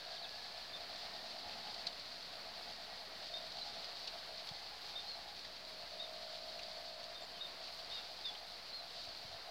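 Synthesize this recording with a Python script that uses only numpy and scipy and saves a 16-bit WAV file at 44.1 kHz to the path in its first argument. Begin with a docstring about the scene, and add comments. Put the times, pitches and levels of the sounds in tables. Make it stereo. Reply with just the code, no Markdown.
"""Kite with a humming ribbon

A kite flies high over open ground; the wind spins the ribbon on its bow into a buzzing hum, built from
harmonics of the flap rate, that throbs and jumps in pitch. Close by, shaped noise makes leaves rustle and snap
and twigs tick; small birds in the trees chirp with gliding sines. Puffs of wind are short swings of pressure.
Far off lie a noise wash, a rumble, a low hum and a faint whine that climbs; foliage and amplifiers hiss."""
import sys
import numpy as np
from scipy import signal
from scipy.fft import rfft, irfft, next_fast_len
from scipy.io import wavfile
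from scipy.ndimage import uniform_filter1d

SR = 44100
rng = np.random.default_rng(int(sys.argv[2]) if len(sys.argv) > 2 else 0)


def dump_mix(stems):
    """Bounce the given channels to the path in sys.argv[1] as a 16-bit WAV at rate SR."""
    frames = np.atleast_2d(stems).T  # one column per channel
    limited = np.clip(frames, -1, 1)  # hard clip at full scale
    pcm = np.round(limited * 32767).astype(np.int16)
    wavfile.write(sys.argv[1], SR, pcm)


def nominal_scale(level):
    """Amplitude ratio for a level in decibels (scalar or array-like)."""
    x = np.asarray(level, float) / 20
    return 10 ** x


N = 419082  # length in samples


def rms_one(x):
    """Scale a sound to an rms of 1."""
    return x / np.sqrt(np.mean(x ** 2) + 1e-20)


def in_time(rows):
    """Draw straight lines between the rows of a table that starts with seconds: one curve per other column."""
    s, *columns = np.transpose(rows)
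    return [np.interp(np.arange(N) / SR, s, c) for c in columns]


def coloured(x, spectrum):
    """Filter a sound so that each frequency gets the dB that a (Hz, dB) table gives it."""
    hz, db = np.transpose(spectrum)
    size = next_fast_len(N)
    log_hz = np.log(np.maximum(np.fft.rfftfreq(size, 1 / SR), 1))
    gain = nominal_scale(np.interp(log_hz, np.log(hz), db))
    return irfft(rfft(x, size) * gain, size)[..., :N]


def drift(rate_hz):
    """Random wandering of spread 1: noise through two equal low-pass steps, made at every 40th sample."""
    r = np.exp(-2 * np.pi * rate_hz * 40 / SR)
    noise = rng.standard_normal(N // 40 + 2002)
    slow = signal.lfilter([1], [1, -2 * r, r * r], noise)[2000:]  # skip the filter's start
    return np.interp(np.arange(N) / 40, np.arange(len(slow)), rms_one(slow))


def band(x, low_hz, high_hz):
    """Keep the frequencies between two limits, with a Butterworth band-pass."""
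    return signal.sosfilt(signal.butter(2, [low_hz, high_hz], "band", fs=SR, output="sos"), x)


def tone(hz):
    """Sine of rms 1 that follows a pitch curve."""
    return np.sqrt(2) * np.sin(2 * np.pi * np.cumsum(hz) / SR)


def burst(db, t60_s, rise_s=0.0013):
    """Loudness shape of a short burst: a soft rise and an exponential fall of 60 dB in t60_s."""
    t = np.arange(4000) / SR
    return nominal_scale(db - 60 * t / t60_s) * (1 - np.exp(-t / rise_s)) ** 2 * 2


def ribbon():
    """Each flap is a pulse into the ribbon's two resonances: harmonics under two bells, a new rate each throb."""
    # Brightness in time. Each row: time in seconds, level of the upper resonance in dB at a middling flap rate.
    brightness = [(0, -12), (.6, -5), (.8, -14), (1.05, -1), (1.3, -10), (1.7, 0), (1.9, -13), (2.35, -13),
                  (2.6, -10), (2.9, -7), (3.35, -18), (3.75, -4), (4.2, -20), (4.42, -15), (4.52, -2),
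                  (5.27, 3.5), (5.46, -24), (7.65, -17), (8.1, -14), (8.42, -1), (8.52, -13), (9.5, -14)]
    unsteady, shimmer_db = .0016, .35  # wander of rate (share) and level, both times the raggedness below
    dip_s, top_s, dip_db, top_db, flap_hz = throb_tops()

    # Faster flaps are brighter, and the main resonance climbs with brightness.
    upper_db = np.interp(top_s, *np.transpose(brightness)) + 1.2 * (flap_hz - 61.6)
    main_hz = 703 + 1.87 * upper_db

    # The level runs from dip to top to dip, with round turns.
    t = np.arange(N) / SR
    order = np.arange(2 * len(top_s))
    place = np.interp(t, np.ravel([dip_s, top_s], "F"), order)
    step = np.floor(place)
    eased = step + .5 - .5 * np.cos(np.pi * (place - step))
    level = np.interp(eased, order, nominal_scale(np.ravel([dip_db, top_db], "F")))

    # The flap rate jumps in the dip; the more it hops, the more ragged the flaps.
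    which = np.searchsorted(dip_s, t, "right") - 1
    hop_hz = np.abs(np.gradient(flap_hz)) + np.abs(np.diff(flap_hz, prepend=flap_hz[0]))
    ragged = uniform_filter1d(np.clip(hop_hz, .3, 3.5)[which], size=6000)
    rate_hz = uniform_filter1d(flap_hz[which], size=600) * (1 + unsteady * ragged * drift(40.0))
    level = level * nominal_scale(shimmer_db * ragged * drift(45.0))

    main_hz = uniform_filter1d(main_hz[which], size=1200)
    upper = nominal_scale(uniform_filter1d(upper_db[which], size=1200))
    turn = 2 * np.pi * np.cumsum(rate_hz) / SR
    out, power = 0, 0
    for k in range(7, 18):
        main_bell = np.exp(-.5 * ((k * rate_hz - main_hz) / 52) ** 2)  # 52 Hz wide
        upper_bell = upper * np.exp(-.5 * ((k * rate_hz - 838) / 34) ** 2)  # at 838 Hz, 34 Hz wide
        strength = main_bell + upper_bell + nominal_scale(-27)  # a weak floor under both bells
        strength = strength * nominal_scale(1.0 * drift(10.0))  # gusty air scatters each harmonic its own way
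        out = out + strength * np.cos(k * turn + .35 * k ** 2)
        power = power + strength ** 2 / 2
    return level * out / np.sqrt(power)


def throb_tops():
    """Times and levels of each throb's top and the dip before it, with held notes laid in among the throbs."""
    # Throbs of the ribbon, each a short note. Each row: time of the top in seconds, level in dB, flap rate in Hz.
    throbs = [(.115, -54.3, 57.9), (.224, -54.8, 62.4), (.354, -56.9, 64.4), (.47, -57.5, 64.5),
              (.553, -57.6, 59.2), (.706, -57.5, 57.2), (.806, -54, 63.5), (.911, -54.1, 58.7),
              (1.039, -54.5, 59.3), (1.136, -56, 64.1), (1.257, -55.5, 58.7), (1.351, -54.1, 57.8),
              (1.469, -51.7, 64.6), (1.568, -54.3, 61.6), (1.669, -51, 64.7), (1.78, -54.6, 57.7),
              (1.86, -57.2, 58), (2.126, -61.4, 57.8), (2.353, -56.4, 58.1), (2.48, -54.3, 64.5),
              (2.585, -55, 61), (2.686, -54.8, 64.4), (2.801, -55.7, 62.2), (2.895, -55.3, 64.5),
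              (3.01, -57.4, 63.2), (3.133, -59.9, 58.6), (3.223, -58.3, 61.5), (3.56, -54.6, 64.3),
              (3.666, -54.5, 68.8), (3.772, -54.3, 59.7), (3.897, -57, 62.9), (4.035, -55.5, 63.9),
              (4.143, -53.9, 57.6), (4.298, -54.7, 63.4), (4.402, -56.4, 57.6), (4.531, -56.2, 63.7),
              (4.631, -57.9, 58.6), (4.733, -57, 64.4), (4.834, -58.8, 63.6), (4.961, -58.9, 57),
              (5.041, -57.2, 63.4), (5.163, -55.1, 57.3), (5.265, -57.6, 58.7), (5.484, -58.7, 57.4),
              (7.221, -55.3, 58), (7.332, -59, 63.2), (7.477, -58, 58), (7.604, -55.4, 58.3),
              (7.696, -57.4, 62.8), (7.806, -57, 64.4), (7.901, -58.4, 56.9), (8.003, -57.1, 70.6),
              (8.113, -58.1, 62.9), (8.2, -59.1, 70.9), (8.323, -58.1, 64.7), (8.426, -57.7, 57.6),
              (8.509, -61.4, 58.5), (8.715, -62.1, 58.9), (8.82, -56.4, 62.9), (8.975, -55.5, 58.1),
              (9.078, -57.7, 57.5), (9.222, -58.5, 58.6), (9.328, -54.7, 61.1), (9.48, -53, 64.1)]
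    # In even wind the ribbon holds a note that only trembles. Each row: first top in seconds, last top in
    # seconds, level in dB at the start, level in dB at the end, flap rate in Hz.
    held_notes = [(3.314, 3.44, -54.5, -54.5, 57.9), (5.62, 5.83, -60, -56.5, 57.5),
                  (5.924, 7.09, -54, -55, 57.55)]
    tremble_s, tremble_db = .105, 2.0  # rough spacing of tops in a held note, dip between them
    rows = [(*row, False) for row in throbs]
    for first_s, last_s, start_db, end_db, hz in held_notes:
        along = np.linspace(0, 1, 1 + round((last_s - first_s) / tremble_s))
        for a in along:
            rows.append((first_s + a * (last_s - first_s), start_db + a * (end_db - start_db), hz, a > 0))
    top_s, top_db, flap_hz, held = np.transpose(sorted(rows))

    # The longer the gap, the deeper the dip; chance makes some gaps deep and joins others.
    gap_s = np.diff(top_s, prepend=0)
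    sink_db = 176 * (gap_s - 0.025) + 1.5 * rng.standard_normal(len(gap_s))
    sink_db = np.where(held, tremble_db, np.clip(sink_db, 2, 26))
    dip_s = np.r_[0, top_s[1:] - .35 * gap_s[1:]]  # a throb rises faster than it falls
    between_db = (top_db + np.r_[top_db[0], top_db[:-1]]) / 2
    return dip_s, top_s, between_db - sink_db, top_db, flap_hz


def birds():
    """Near sines that arch or fall in pitch and fade, with a fast flutter, smeared by echoes off the trees."""
    # Chirps with an arch of pitch. Each row: start in seconds, length in seconds, top pitch in Hz,
    # fall from the top to the end in Hz, level in dB before the fade.
    chirps = [(.18, .055, 4500, 300, -51), (.728, .05, 3600, 30, -47), (3.331, 0.07, 3700, 130, -42.5),
              (3.61, 0.027, 4050, 30, -43), (4.95, 0.061, 3694, 180, -42), (5.057, 0.11, 4310, 460, -46.5),
              (5.992, 0.068, 3750, 221, -42), (7.146, 0.044, 3630, 30, -51.5),
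              (7.189, 0.068, 3630, 30, -59), (7.208, .06, 7540, 1000, -68), (7.402, 0.064, 3734, 220, -42),
              (7.902, 0.11, 3770, 403, -46), (7.937, .06, 4890, 100, -53), (8.254, .03, 4900, 130, -49),
              (8.718, .105, 4255, 400, -45.5)]
    # Falling whistles. Each row: start in seconds, length in seconds, start pitch in Hz, end pitch in Hz,
    # level in dB before the fade.
    whistles = [(.162, .025, 3800, 2900, -50.5), (.22, 0.023, 4100, 3750, -48),
                (.241, .017, 3830, 3230, -45.5), (.252, 0.027, 2640, 2520, -54),
                (7.33, 0.1, 3300, 2770, -56), (7.901, 0.14, 3000, 2600, -59),
                (8.241, 0.066, 3730, 3340, -40.5)]
    top_share = .34  # where in a chirp the highest pitch lies
    rise_per_fall = 1.126  # the climb to the top, as a share of the fall
    out = np.zeros(N)
    waver_hz = 20.0 * drift(61.0)

    def add(s, db, along, hz):
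        """Lay in one note, with soft ends and a fade of 7 dB from start to end."""
        here = slice(int(s * SR), int(s * SR) + len(along))
        shape = nominal_scale(db - 7.0 * along) * signal.windows.tukey(len(along), .42)
        out[here] += shape * tone(hz + waver_hz[here])

    for s, length_s, top_hz, fall_hz, db in chirps:
        along = np.linspace(0, 1, int(length_s * SR))
        bend = np.where(along < top_share, rise_per_fall / top_share ** 2, 1 / (1 - top_share) ** 2)
        add(s, db, along, top_hz - fall_hz * bend * (along - top_share) ** 2)
    for s, length_s, start_hz, end_hz, db in whistles:
        along = np.linspace(0, 1, int(length_s * SR))
        add(s, db, along, start_hz + (end_hz - start_hz) * along)

    husky = out * nominal_scale(1.8 * drift(130.0))  # fast chance in the level roughens the notes
    lags_s = rng.uniform(.004, 0.06, 8)
    echoes = sum(np.roll(husky, int(lag * SR)) * nominal_scale(-250 * lag) for lag in lags_s)  # later is weaker
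    return husky + nominal_scale(-13.0) * echoes


def leaves():
    """Noise that swells in patches, with random small ticks and the louder snaps: all share one colour."""
    # Rustle in time. Each row: time in seconds, level in dB between 4350 and 5600 Hz.
    rustle = [(0.0, -55), (0.55, -54), (1.72, -53.5), (1.93, -55.5), (3.12, -55), (3.47, -53.5),
              (3.83, -53), (4.76, -55.5), (5.05, -53.5), (5.21, -56), (5.98, -55), (6.14, -54.5),
              (6.85, -55), (7.2, -57), (8.09, -53), (8.44, -56), (8.81, -56.5), (8.99, -53.5), (9.18, -56),
              (9.5, -56.5)]
    # Colour of the leaves. Each row: frequency in Hz, strength in dB.
    leaf_colour = [(1200, -26), (2200, -17), (3000, -11), (3700, -4.5), (4440, 1), (4900, -3.5),
                   (5500, -13), (6660, -23.5), (9000, -32.5), (15800, -65)]
    # Snaps of dry leaves. Each row: start in seconds, level in dB before the burst's shape.
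    snaps = [(1.162, -51), (1.483, -52), (1.742, -45), (1.8676, -38.5), (1.869, -47), (1.995, -53),
             (3.518, -49), (3.585, -54), (4.072, -45), (4.077, -46), (4.47, -49), (4.488, -45),
             (5.447, -47), (6.591, -48), (6.63, -49)]
    ticks_per_s, tick_db = 20.0, 3.0  # average rate, average boost (random, at most 4 times as much)
    decay = nominal_scale(-60 / (0.004 * SR))  # a tick dies away by 60 dB in 4 ms
    ticks = (rng.random(N) < ticks_per_s / SR) * nominal_scale(tick_db * np.minimum(rng.exponential(1, N), 4))
    patches = nominal_scale(in_time(rustle)[0] + 1.0 * drift(14.0))
    swell = patches * (1 + signal.lfilter([1], [1, -decay], ticks))
    for s, db in snaps:
        swell[int(s * SR):int(s * SR) + 4000] += burst(db, t60_s=0.023)
    noise = rng.standard_normal(N)
    reference = np.std(band(coloured(noise, leaf_colour), 4350, 5600))
    return coloured(swell * noise, leaf_colour) / reference


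def twigs():
    """Duller ticks of twigs: each a short burst of noise, a quarter of an octave wide."""
    # Each row: start in seconds, level in dB before the burst's shape, middle frequency in Hz.
    twig_ticks = [(1.53, -54, 2600), (1.67, -48, 2900), (2.86, -53, 2900), (4.076, -45, 2800),
                  (4.226, -45, 1590), (5.449, -51, 1800), (6.59, -44, 2580), (7.679, -48, 2530),
                  (8.347, -43, 2970), (8.349, -44, 3600)]
    out = np.zeros(N)
    for s, db, hz in twig_ticks:
        noise = rms_one(band(rng.standard_normal(4000), hz / 1.1, hz * 1.1))
        out[int(s * SR):int(s * SR) + 4000] += burst(db, t60_s=0.039, rise_s=0.0025) * noise
    return out


def puffs():
    """Puffs of wind on the microphone: each a soft swing of pressure, two and a half cycles long."""
    # Each row: start in seconds, level in dB before the swing's shape, swing rate in Hz.
    wind_puffs = [(1.45, -58, 70), (4.51, -46.5, 138), (9.07, -56, 95), (9.245, -53.5, 115),
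                  (9.29, -59, 95), (9.316, -60, 85), (9.34, -59, 100)]
    out = np.zeros(N)
    for s, db, hz in wind_puffs:
        cycles = np.arange(int(2.5 * SR / hz)) * hz / SR
        shape = np.sin(np.pi * cycles / 2.5) ** 2 * np.exp(.9 * (1 - cycles))  # leans to the early swings
        out[int(s * SR):int(s * SR) + len(cycles)] += nominal_scale(db) * np.sin(2 * np.pi * cycles) * shape
    return out


def distance():
    """Noise wash of wind and land, a noise rumble that comes and goes, a low steady hum and a thin noisy whine."""
    # Open-air wash in time. Each row: time in seconds, level in dB between 950 and 2500 Hz.
    wash_levels = [(0, -60), (1.6, -58.5), (2.1, -60), (3.8, -59.5), (4.6, -59.5), (5.5, -61), (8.3, -60),
                   (8.45, -60.5), (9.5, -60.5)]
    # Colour of the wash. Each row: frequency in Hz, strength in dB.
    wash_colour = [(25, -39), (42, -22), (55, -3), (130, -6), (330, -5), (480, 0), (700, 4.5), (950, 0),
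                   (2200, -1.5), (3200, -6), (5000, -27)]
    # Low rumble in time. Each row: time in seconds, level in dB.
    rumble_levels = [(0, -81), (1.6, -68), (2.1, -74), (2.67, -69), (2.96, -78), (3.78, -68), (3.9, -92),
                     (4.8, -86), (5.48, -72), (6.75, -79), (7.3, -76), (8.4, -82), (9.5, -78)]
    # Tones of the far hum. Each row: average pitch in Hz, average level in dB.
    hum_tones = [(57.3, -77), (172, -82)]
    # Whine in time. Each row: time in seconds, average pitch in Hz, average level in dB.
    whine_path = [(0, 1620, -70), (.35, 1697, -64), (.65, 1740, -70.5), (1.15, 1860, -68), (1.5, 1905, -78),
                  (2.4, 1920, -73), (3.1, 1900, -69), (3.4, 1880, -76), (3.7, 1870, -95)]
    wash = coloured(rng.standard_normal(N), wash_colour)
    wash = wash / np.std(band(wash, 950, 2500))
    wash = wash * nominal_scale(in_time(wash_levels)[0] + .7 * drift(5.0))
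    rumble = nominal_scale(in_time(rumble_levels)[0]) * rms_one(band(rng.standard_normal(N), 159, 271))
    hum = 0
    for hz, db in hum_tones:
        hum = hum + nominal_scale(db + 1.0 * drift(0.57)) * tone(hz * (1 + 0.00398 * drift(0.8)))
    whine_hz, whine_db = in_time(whine_path)
    # fast chance in pitch and level makes the whine noisy
    whine = nominal_scale(whine_db + 2.5 * drift(40.0)) * tone(whine_hz * (1 + .018 * drift(40.0)))
    return wash + rumble + hum + whine


def treetops():
    """Thin high hiss of foliage all around: noise that swells at random, left and right only a little alike."""
    alike = .1  # 0 = unrelated sides, 1 = the same on both
    mid, side = band(rng.standard_normal((2, N)), 6500, 15000)
    wide = mid + np.sqrt((1 - alike) / (1 + alike)) * side * [[1], [-1]]
    return nominal_scale(-76.5 + 2.5 * drift(11.0)) * rms_one(wide)


def scene():
    """Two ports close together hear all but the highest hiss alike."""
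    return ribbon() + birds() + leaves() + twigs() + puffs() + distance() + treetops()


def low_pass(x):
    """Removes everything above the highest recorded frequency."""
    return signal.sosfilt(signal.butter(12, 15940, fs=SR, output="sos"), x)


def record(dry):
    """Two amplifiers add hiss, unrelated left and right, and both channels sit at the same small offset."""
    # Colour of the hiss. Each row: frequency in Hz, strength in dB.
    hiss_colour = [(25, -25), (107, -7), (955, 3.5), (3400, -2), (5400, -6), (14600, -11.5), (15800, -13)]
    hiss = nominal_scale(-66) * rms_one(coloured(rng.standard_normal((2, N)), hiss_colour))
    offset = -.0006
    return low_pass(dry + hiss + offset)


dry = scene()
out = record(dry)
dump_mix(out)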